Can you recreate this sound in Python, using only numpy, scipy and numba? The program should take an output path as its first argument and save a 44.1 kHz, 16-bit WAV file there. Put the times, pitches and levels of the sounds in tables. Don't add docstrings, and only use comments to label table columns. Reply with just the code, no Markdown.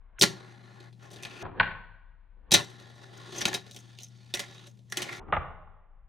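import sys
import numpy as np
from scipy import signal
from scipy.fft import rfft, irfft, next_fast_len
from scipy.io import wavfile
from scipy.ndimage import uniform_filter1d, map_coordinates
from numba import njit

SR = 44100
rng = np.random.default_rng(int(sys.argv[2]) if len(sys.argv) > 2 else 0)


def generate_wav(sig):
    pcm = np.round(np.clip(np.atleast_2d(sig).T, -1, 1) * 32767).astype(np.int16)
    wavfile.write(sys.argv[1], SR, pcm)


def nominal_scale(level):
    x = np.asarray(level, float) / 20
    return 10 ** x


N = 268128
LENGTH = int(4.5 * SR)

# start in seconds, speed (1 is real time).
PLAYBACK = [(0, .253), (.1915, 1), (1.428, .27), (2.508, 1), (5.198, .225)]
# start in seconds, clack drive in dB, then relative to it
# the bright click in dB and the deck knock in dB; last the rattle's 60 dB decay in seconds.
SLAPS = [(0.212, -11, -1, -17.5, .081), (0.2206, -12, 8, -9.5, .05), (0.2296, -14.5, 5, 3, .029),
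         (0.236, -13, -5.5, 3, 0.026), (1.2328, -35.5, 0.5, -4, .044), (1.2502, -31.5, -4.5, -3, .045),
         (2.5091, -28, -2.5, -10.5, 0.057), (2.5175, -12.5, 3.5, -11.5, .05),
         (2.5222, -18, 4.5, -7.5, .055), (2.5374, -15.5, 8, -5.5, .017), (2.5402, -10, 8, -8.5, .017),
         (2.5437, -8.5, -0.5, -3.5, 0.075), (2.5484, -17, -14.5, -11.5, .059), (3.408, -35, 8, 8, .05),
         (3.454, -11, -2.5, -3.5, .032), (3.53, -29, -3, 6, 0.026), (3.5404, -27, 5, -7.5, .074),
         (3.5465, -22.5, -5, -4.5, .037), (3.711, -38.5, 0.5, -26, .033), (3.7628, -37, 2.5, -12, .05),
         (3.9873, -35.5, -4, -20, .025), (4.0327, -46, 13, -15, .035), (4.339, -20.5, 0.5, -7.5, 0.034),
         (4.3477, -31, 9, 1, 0.051), (4.3714, -35, 1.5, -0.5, .063), (4.394, -25, 3, -3.5, 0.064),
         (4.9222, -29, 6, 1, .03), (4.9709, -23.5, 5.5, -5.5, .064)]
# start in seconds, clack drive in dB, then relative to it
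# the bright click in dB and the desk thump in dB.
TAIL_POPS = [(1.452, -34, -5, -10.5), (1.462, -36, -3.5, -17), (1.5987, -14.5, 9, -5.5),
             (1.608, -18.5, 3.5, -12.5), (1.63, -28.5, 9.5, -8), (1.676, -44, 12.5, 11.5),
             (1.713, -37.5, 5.5, -0.5), (5.284, -44.5, -5, 12.5), (5.325, -14.5, 0, -10),
             (5.337, -29.5, 12.5, 0), (5.35, -33.5, 8, 3), (5.3662, -21, 2, 0), (5.673, -53, -5, -1)]
POP_KNOCK_DB, POP_T60_S = -12, .013
# start in seconds, clack drive in dB, bright click over it in dB.
LOOSE_TICKS = [(0.185, -53, 20), (0.194, -48.5, 18), (0.8016, -48, -5.5), (0.9274, -56.5, -3.5),
               (1.1034, -52, 1), (1.113, -51, 7), (1.1303, -48, 3), (1.138, -50.5, 4), (1.1603, -43, -2.5),
               (1.2254, -46, 8), (2.6997, -52.5, 3.5), (2.7994, -47.5, -1), (2.955, -63, 7.5),
               (3.6648, -46, -3.5), (3.745, -48.5, 6), (3.7886, -55, 10.5), (4.008, -52.5, 2),
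               (4.0828, -67, 12.5), (4.669, -48.5, 5), (4.7716, -65, 2), (4.79, -61, -2),
               (4.8999, -59, 13.5)]
TICK_KNOCK_DB, TICK_THUMP_DB, TICK_T60_S = -8, 4, 0.065
# start in seconds, clack drive in dB,
# then relative to it the bright click in dB and the deck knock in dB.
GLANCING_SCUFFS = [(1.305, -36, -8, -4.5), (1.414, -41, -2, 0.5), (3.357, -33.5, 2.5, 6),
                   (3.381, -33, 2, -8.5), (3.411, -16.5, -5.5, -1), (3.474, -26.5, 3, 2.5),
                   (5.017, -19.5, 4.5, 0), (5.085, -32, -11, 12.5), (5.12, -31.5, 1, 7.5)]
SCUFF_RISE_S, SCUFF_T60_S = 0.0032, .055
STRIKE_RISE_S = .0003
THUMP_DB, THUMP_FOLLOWS = -4, 0.14

# start in seconds, end in seconds,
# wheel hiss drive at first in dB, at last in dB, wood rumble over the hiss in dB.
RUNS_OF_BOARD = [(0.01, 0.19, -75.5, -69.5, -7), (0.3, 0.56, -59, -66, 5.5), (0.56, 0.878, -68, -66, 7),
                 (1.03, 1.101, -59.5, -65.5, 3), (1.109, 1.431, -62, -53, 1.5),
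                 (1.434, 1.494, -44.5, -48, 2.5), (1.526, 1.596, -53, -47.5, 2.5),
                 (2.581, 2.616, -39, -44.5, 2.5), (2.661, 2.92, -57.5, -63, 1),
                 (2.92, 3.296, -64.5, -55, 1), (3.323, 3.399, -48, -40.5, -3.5),
                 (3.436, 3.486, -47.5, -40, 0.5), (3.516, 3.573, -50.5, -51.5, 3.5),
                 (3.61, 3.7, -65.5, -62, 1.5), (3.72, 3.958, -63.5, -63.5, -4),
                 (4.003, 4.07, -53.5, -63.5, -16), (4.103, 4.327, -67.5, -63.5, -5),
                 (4.362, 4.673, -51.5, -60, -3), (4.708, 4.804, -72.5, -86.5, -3.5),
                 (4.872, 4.92, -77, -75, -22), (4.977, 5.186, -46, -50.5, -2), (5.2, 5.32, -55, -51, -1)]
RUN_RISE_DB_PER_S, RUN_FALL_DB_PER_S = 380, 400
# time of the peak in seconds, peak drive in dB.
FINGER_BRUSHES = [(0.2, -61.5), (0.31, -54.5), (0.83, -71), (1.03, -69.5), (1.19, -67), (1.27, -56),
                  (1.42, -53), (1.585, -62.5), (3.34, -45), (3.383, -40.5), (3.49, -37.5), (3.57, -51.5),
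                  (3.74, -56), (3.8, -65.5), (4.019, -56), (4.37, -63.5), (4.6, -63), (4.695, -62.5),
                  (4.931, -63), (5.05, -53), (5.164, -50.5)]
BRUSH_DB_PER_S = 351.5
RESTING_DB = -14
LOADED_HZ = 1640
# frequency in Hz, relative density in dB per Hz.
RUSTLE_COLOUR = [(3820, -29.5), (6500, 2), (7190, -14.5), (15100, -25.5), (16300, -28), (16500, -60.5)]

# centre in Hz, width in Hz, relative level in dB.
WHEEL_MODES = [(2455, 330, -8), (3050, 220, 0), (3246, 350, 0), (3720, 430, 1.5), (4110, 580, -1),
               (4830, 820, -5)]
# centre in Hz, width in Hz, relative level in dB.
AXLE_MODES = [(5500, 370, 1), (6100, 320, 1.5), (6920, 560, -3), (7970, 900, -6.5), (8900, 740, -4.5),
              (11920, 4200, -15.5), (13500, 1100, -27)]
# centre in Hz, width in Hz, relative level in dB.
DECK_MODES = [(789.6, 47, 2), (1090, 97, 0.5), (1420, 84, 3.5), (1719, 130, 6.6), (2017, 380, 2.8)]
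# centre in Hz, width in Hz, relative level in dB.
DESK_MODES = [(45.7, 55, -18), (116, 83, -3), (165, 91, 0.5), (243, 47, -2.5), (366.6, 40, 3),
              (577, 37, -3.5), (715, 57, -7)]
# start in seconds, centre in Hz at real speed, lift in dB.
GRIP_HOLLOWS = [(0, 4380, 8), (.36, 4100, 10), (.97, 3830, 1), (1.19, 2490, 11), (1.46, 3540, 5.5),
                (1.57, 6470, 3), (2.47, 3890, 6), (3.35, 6170, 7), (3.405, 5600, 9), (3.445, 3900, 6),
                (3.75, 3300, 5), (3.8, 4420, 4), (3.97, 2900, 8), (4.02, 6240, 9), (4.09, 4440, 5.5),
                (4.325, 3650, 12), (4.352, 2010, 10), (4.459, 3840, 7), (4.7, 3830, 1), (4.88, 1830, 12),
                (4.964, 3070, 12.5), (4.985, 1860, 11), (5.014, 3000, 9.5), (5.045, 2235, 9.5),
                (5.21, 5325, 11.5), (5.4, 5010, 13.5)]
HOLLOW_WIDTH_HZ, REGRIP_S = 230, .012

# frequency in Hz, 60 dB decay in seconds.
ROOM_DECAY = [(100, .3), (1000, 0.15), (4000, 0.14), (12000, 0.1)]
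LATE_DB, LATE_LONGER = -13, 2.6
# frequency in Hz, relative density in dB per Hz.
AIR_COLOUR = [(15, -41), (30, -12.5), (60, -9.5), (100, 0), (200, 1.5), (320, -12), (500, -19), (1000, -27),
              (1300, -33), (5000, -32), (9300, -37.5), (16500, -53)]
AIR_DB = -63
# frequency in Hz, drive in dB.
MACHINE_HUM = [(119.4, -54), (195, -70), (107, -78)]
HUM_LEFT = 0.48

# centre in Hz, width in Hz, depth 0 to 1.
DESK_DIP = (1555, 110, .9)
# frequency in Hz, gain in dB on the difference between the ports.
PORT_WIDTH = [(60, 4.5), (110, -5.5), (200, -5.5), (380, -7.5), (700, -0.5), (1290, -4.5), (2380, -4),
              (4400, -17), (8120, -9.5), (15000, -1)]
# frequency in Hz, left over right in dB.
PORT_BALANCE = [(60, 1), (180, 3), (550, 0.5), (1650, 1), (4970, -0.93), (15000, 1)]
# time in seconds, left over right in dB.
BOARD_PLACE = [(0, 0.5), (.6, 0.7), (1.2, 2), (1.7, 1.5), (2.5, 1.5), (3, 0.24), (3.5, 1.5), (4.1, 0),
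               (4.4, -0.4), (5.4, 0), (6.1, -1)]
TOP_HZ = 19000


def blows():
    t = np.arange(SR // 8) / SR
    force = np.zeros((4, 2, LENGTH + len(t)))
    chatter = gritty(grit_db=2.5, rate=700)
    rise = 1 - np.exp(-t / STRIKE_RISE_S)
    swell = (1 - np.exp(-t / SCUFF_RISE_S)) ** 2
    crack = 0.45 * rise * nominal_scale(-60 * t / 0.0017)
    for s, db, click_db, knock_db, thump_db, t60, sharp in strikes():
        at = round(real_time(s) * SR)
        rattle = (rise if sharp else swell) * nominal_scale(-60 * t / max(t60, .005))
        force_shape = sharp * crack + rattle
        shake = force_shape * chatter[:, at:at + len(t)]
        shake *= np.linalg.norm(force_shape) / np.linalg.norm(shake, axis=1, keepdims=True)
        shake[0, 0] += sharp * 7.0
        body_db = db + np.array([-7, click_db - 10.5, knock_db - 9.5, thump_db - 8.5])
        force[..., at:at + len(t)] += nominal_scale(body_db)[:, None, None] * shake
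    bodies = (WHEEL_MODES, AXLE_MODES, DECK_MODES, DESK_MODES)
    return sum(filtered(f[:, :LENGTH], body(modes)) for f, modes in zip(force, bodies))


def strikes():
    def thump(knock_db):
        return THUMP_DB + THUMP_FOLLOWS * knock_db

    slaps = [(s, db, click, knock, thump(knock), t60, True) for s, db, click, knock, t60 in SLAPS]
    pops = [(s, db, click, POP_KNOCK_DB, low, POP_T60_S, True) for s, db, click, low in TAIL_POPS]
    ticks = [(s, db, click, TICK_KNOCK_DB, TICK_THUMP_DB, TICK_T60_S, True) for s, db, click in LOOSE_TICKS]
    scuffs = [(s, db, click, knock, thump(knock), SCUFF_T60_S, False)
              for s, db, click, knock in GLANCING_SCUFFS]
    return slaps + pops + ticks + scuffs


def rolling():
    hiss_db, rumble_db, rustle_db = contact()
    bumps = wobble(40)
    grain = gritty(grit_db=2, rate=200, knots=3., per_s=200)

    def soft(hz):
        return 1 / (1 + 1j * hz / 12000) ** 2

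    def wheels_and_axles(hz):
        return soft(hz) * (body(WHEEL_MODES)(hz) + nominal_scale(-4.5) * body(AXLE_MODES)(hz))

    def deck_and_desk(hz):
        loaded_deck = nominal_scale(3) * body(DECK_MODES)(hz) / (1 + (hz / LOADED_HZ) ** 6) ** .5
        return soft(hz) * (loaded_deck + nominal_scale(-0.5) * body(DESK_MODES)(hz))

    hiss = filtered(grain, wheels_and_axles)
    wood = filtered(grain, deck_and_desk)
    rustle = unit(filtered(gritty(grit_db=8.0, rate=130), lambda hz: nominal_scale(along(RUSTLE_COLOUR, hz))))
    layers = nominal_scale(hiss_db - 2.0 + 0.65 * bumps) * hiss
    layers += nominal_scale(rumble_db + 0.39 * bumps) * wood
    layers += nominal_scale(rustle_db + 1.0 * bumps) * rustle
    return drifting(layers, patchy_db=1.5)


def contact():
    start, end, first_db, last_db, wood_db = np.transpose(RUNS_OF_BOARD)
    runs = peaked(start, end, first_db, last_db, RUN_RISE_DB_PER_S, RUN_FALL_DB_PER_S)
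    s, db = np.transpose(FINGER_BRUSHES)
    brush = peaked(s, s, db, db, BRUSH_DB_PER_S, BRUSH_DB_PER_S).max(axis=0)
    hiss = runs.max(axis=0)
    rumble = (runs + wood_db[:, None]).max(axis=0)
    rustle = np.maximum(brush, hiss + RESTING_DB)
    return [np.interp(np.arange(LENGTH), 32 * np.arange(len(v)), v) for v in (hiss, rumble, rustle)]


def peaked(start, end, first_db, last_db, rise, fall):
    t = np.arange(0, LENGTH, 32) / SR
    start, end = real_time(start)[:, None], real_time(end)[:, None]
    progress = np.clip((t - start) / (end - start + 1e-6), 0, 1)
    ramp = first_db[:, None] + (last_db - first_db)[:, None] * progress
    return ramp - rise * np.clip(start - t, 0, None) - fall * np.clip(t - end, 0, None)


def drifting(pair, patchy_db):
    z = signal.stft(pair, nperseg=512)[2]
    field = uniform_filter1d(rng.standard_normal(z.shape[1:]), 4, 0)
    field = uniform_filter1d(field, 24, 1)
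    return signal.istft(z * nominal_scale(patchy_db * unit(field)), nperseg=512)[1][:, :LENGTH]


def hollow(board):
    s, *cols = np.transpose(GRIP_HOLLOWS)
    grip = np.searchsorted(real_time(s), np.arange(LENGTH) / SR, side="right") - 1
    glide = max(round(REGRIP_S * SR), 1)
    hz, lift_db = [uniform_filter1d(c[np.maximum(grip, 0)], size=glide) for c in cols]
    band = swept(board, 2 * np.pi * hz / SR, np.exp(-np.pi * HOLLOW_WIDTH_HZ / SR))
    return board + (nominal_scale(lift_db) - 1) * band


@njit
def swept(x, turn, radius):
    y = np.zeros_like(x)
    for c in range(x.shape[0]):
        for i in range(2, x.shape[1]):
            drive = (1 - radius ** 2) / 2 * (x[c, i] - x[c, i - 2])
            y[c, i] = drive + 2 * radius * np.cos(turn[i]) * y[c, i - 1] - radius ** 2 * y[c, i - 2]
    return y


def room(x):
    hz, t, z = signal.stft(rng.standard_normal((2, SR // 2)), SR, nperseg=256)
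    t60 = along(ROOM_DECAY, hz)[:, None]
    decay = nominal_scale(-60 * t / t60) + nominal_scale(LATE_DB - 60 * t / LATE_LONGER / t60)
    tail = signal.istft(z * decay, SR, nperseg=256)[1]
    tail /= np.linalg.norm(tail[0])
    delayed = np.pad(x, (250, 0))
    return signal.fftconvolve(delayed[None], tail, axes=1)[:, :LENGTH]


def still_room():
    air = unit(filtered(rng.standard_normal((2, LENGTH)), lambda hz: nominal_scale(along(AIR_COLOUR, hz))))
    t = np.arange(LENGTH) / SR
    drift = 0.16 * wobble(16)
    hum = sum(nominal_scale(db - AIR_DB + 2.5) * np.sin(2 * np.pi * hz * t + drift) for hz, db in MACHINE_HUM)
    air += np.array([[1], [HUM_LEFT]]) * nominal_scale(0.58 * wobble(10.0)) * hum
    return nominal_scale(AIR_DB) * air


def to_ports(pair):
    hz0, width, depth = DESK_DIP

    def split(hz):
        dip = 1 - depth * 1j * hz * width / (hz0 ** 2 - hz * hz + 1j * hz * width)
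        return np.array([dip, nominal_scale(along(PORT_WIDTH, hz))])

    shared, side = filtered(pair, split)
    ports = np.array([shared + side, shared - side])
    return filtered(ports, lambda hz: nominal_scale(along(PORT_BALANCE, hz) * [[.5], [-.5]]))


def gritty(grit_db, rate, knots=0., per_s=120):
    noise = nominal_scale(grit_db * wobble(rate)) * rng.standard_normal((2, LENGTH))
    chance = rng.random(LENGTH) * SR / per_s
    noise[0] -= knots * np.log(np.clip(chance, 1e-9, 1))
    return unit(noise)


def body(modes):
    def response(f):
        rings = ((-1) ** k * nominal_scale(db) * 1j * f * w / (c * c - f * f + 1j * f * w)
                 for k, (c, w, db) in enumerate(modes))
        return unit_gain(sum(rings))

    return response


def unit_gain(response):
    return response / np.sqrt(np.mean(abs(response) ** 2))


def unit(x):
    return x / np.sqrt(np.mean(x ** 2) + 1e-20)


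def along(points, hz):
    f, v = np.transpose(points)
    return np.interp(np.log(hz + 1), np.log(f + 1), v)


def wobble(rate):
    knots = rng.standard_normal(int(LENGTH * rate / SR) + 4)
    return map_coordinates(knots, [np.arange(LENGTH) * rate / SR])


def filtered(x, response):
    m = next_fast_len(LENGTH + SR // 6)
    return irfft(rfft(x, m) * response(np.fft.rfftfreq(m, 1 / SR)), m)[..., :LENGTH]


def real_time(s):
    start, speed = np.transpose(PLAYBACK)
    knots = np.append(start, N / SR + 1)
    return np.interp(s, knots, np.append(0, np.cumsum(np.diff(knots) * speed)))


def curves(rows):
    s, *cols = np.transpose(rows)
    return [np.interp(np.arange(LENGTH) / SR, real_time(s), c) for c in cols]


def scene():
    hits = blows()
    echo = nominal_scale(-11.0) * room(hits[0])
    board = hollow(hits + echo + rolling())
    ports = to_ports(board + still_room())
    ports = ports * nominal_scale(curves(BOARD_PLACE)[0] * [[.5], [-.5]])
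    return np.pad(ports, ((0, 0), (0, N - LENGTH)))


def played(sound, start, end, speed, margin=512):
    first, count = round(real_time(start) * SR), round(end * SR) - round(start * SR)
    if speed == 1:
        return sound[:, first:first + count]
    part = np.pad(sound, ((0, 0), (margin, margin)))[:, first:first + round(count * speed) + 2 * margin]
    part = part * signal.windows.tukey(part.shape[1], margin / part.shape[1])
    skip = round(margin / speed)
    return signal.resample(part, count + 2 * skip, axis=1)[:, skip:][:, :count]


def low_pass(x):
    return signal.sosfilt(signal.butter(12, 16970, fs=SR, output="sos"), x)


def record(dry):
    dry = dry[:, :LENGTH]
    squeezed = dry / (1 + abs(dry / .75) ** 3) ** (1 / 3)
    sound = filtered(squeezed, lambda hz: np.cos(np.pi / 2 * np.clip((hz - TOP_HZ) / 5000 + 1, 0, 1)))
    ends = [s for s, _ in PLAYBACK[1:]] + [N / SR]
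    parts = [played(sound, s, end, speed) for (s, speed), end in zip(PLAYBACK, ends)]
    return low_pass(np.concatenate(parts, axis=1))


dry = scene()
out = record(dry)
generate_wav(out)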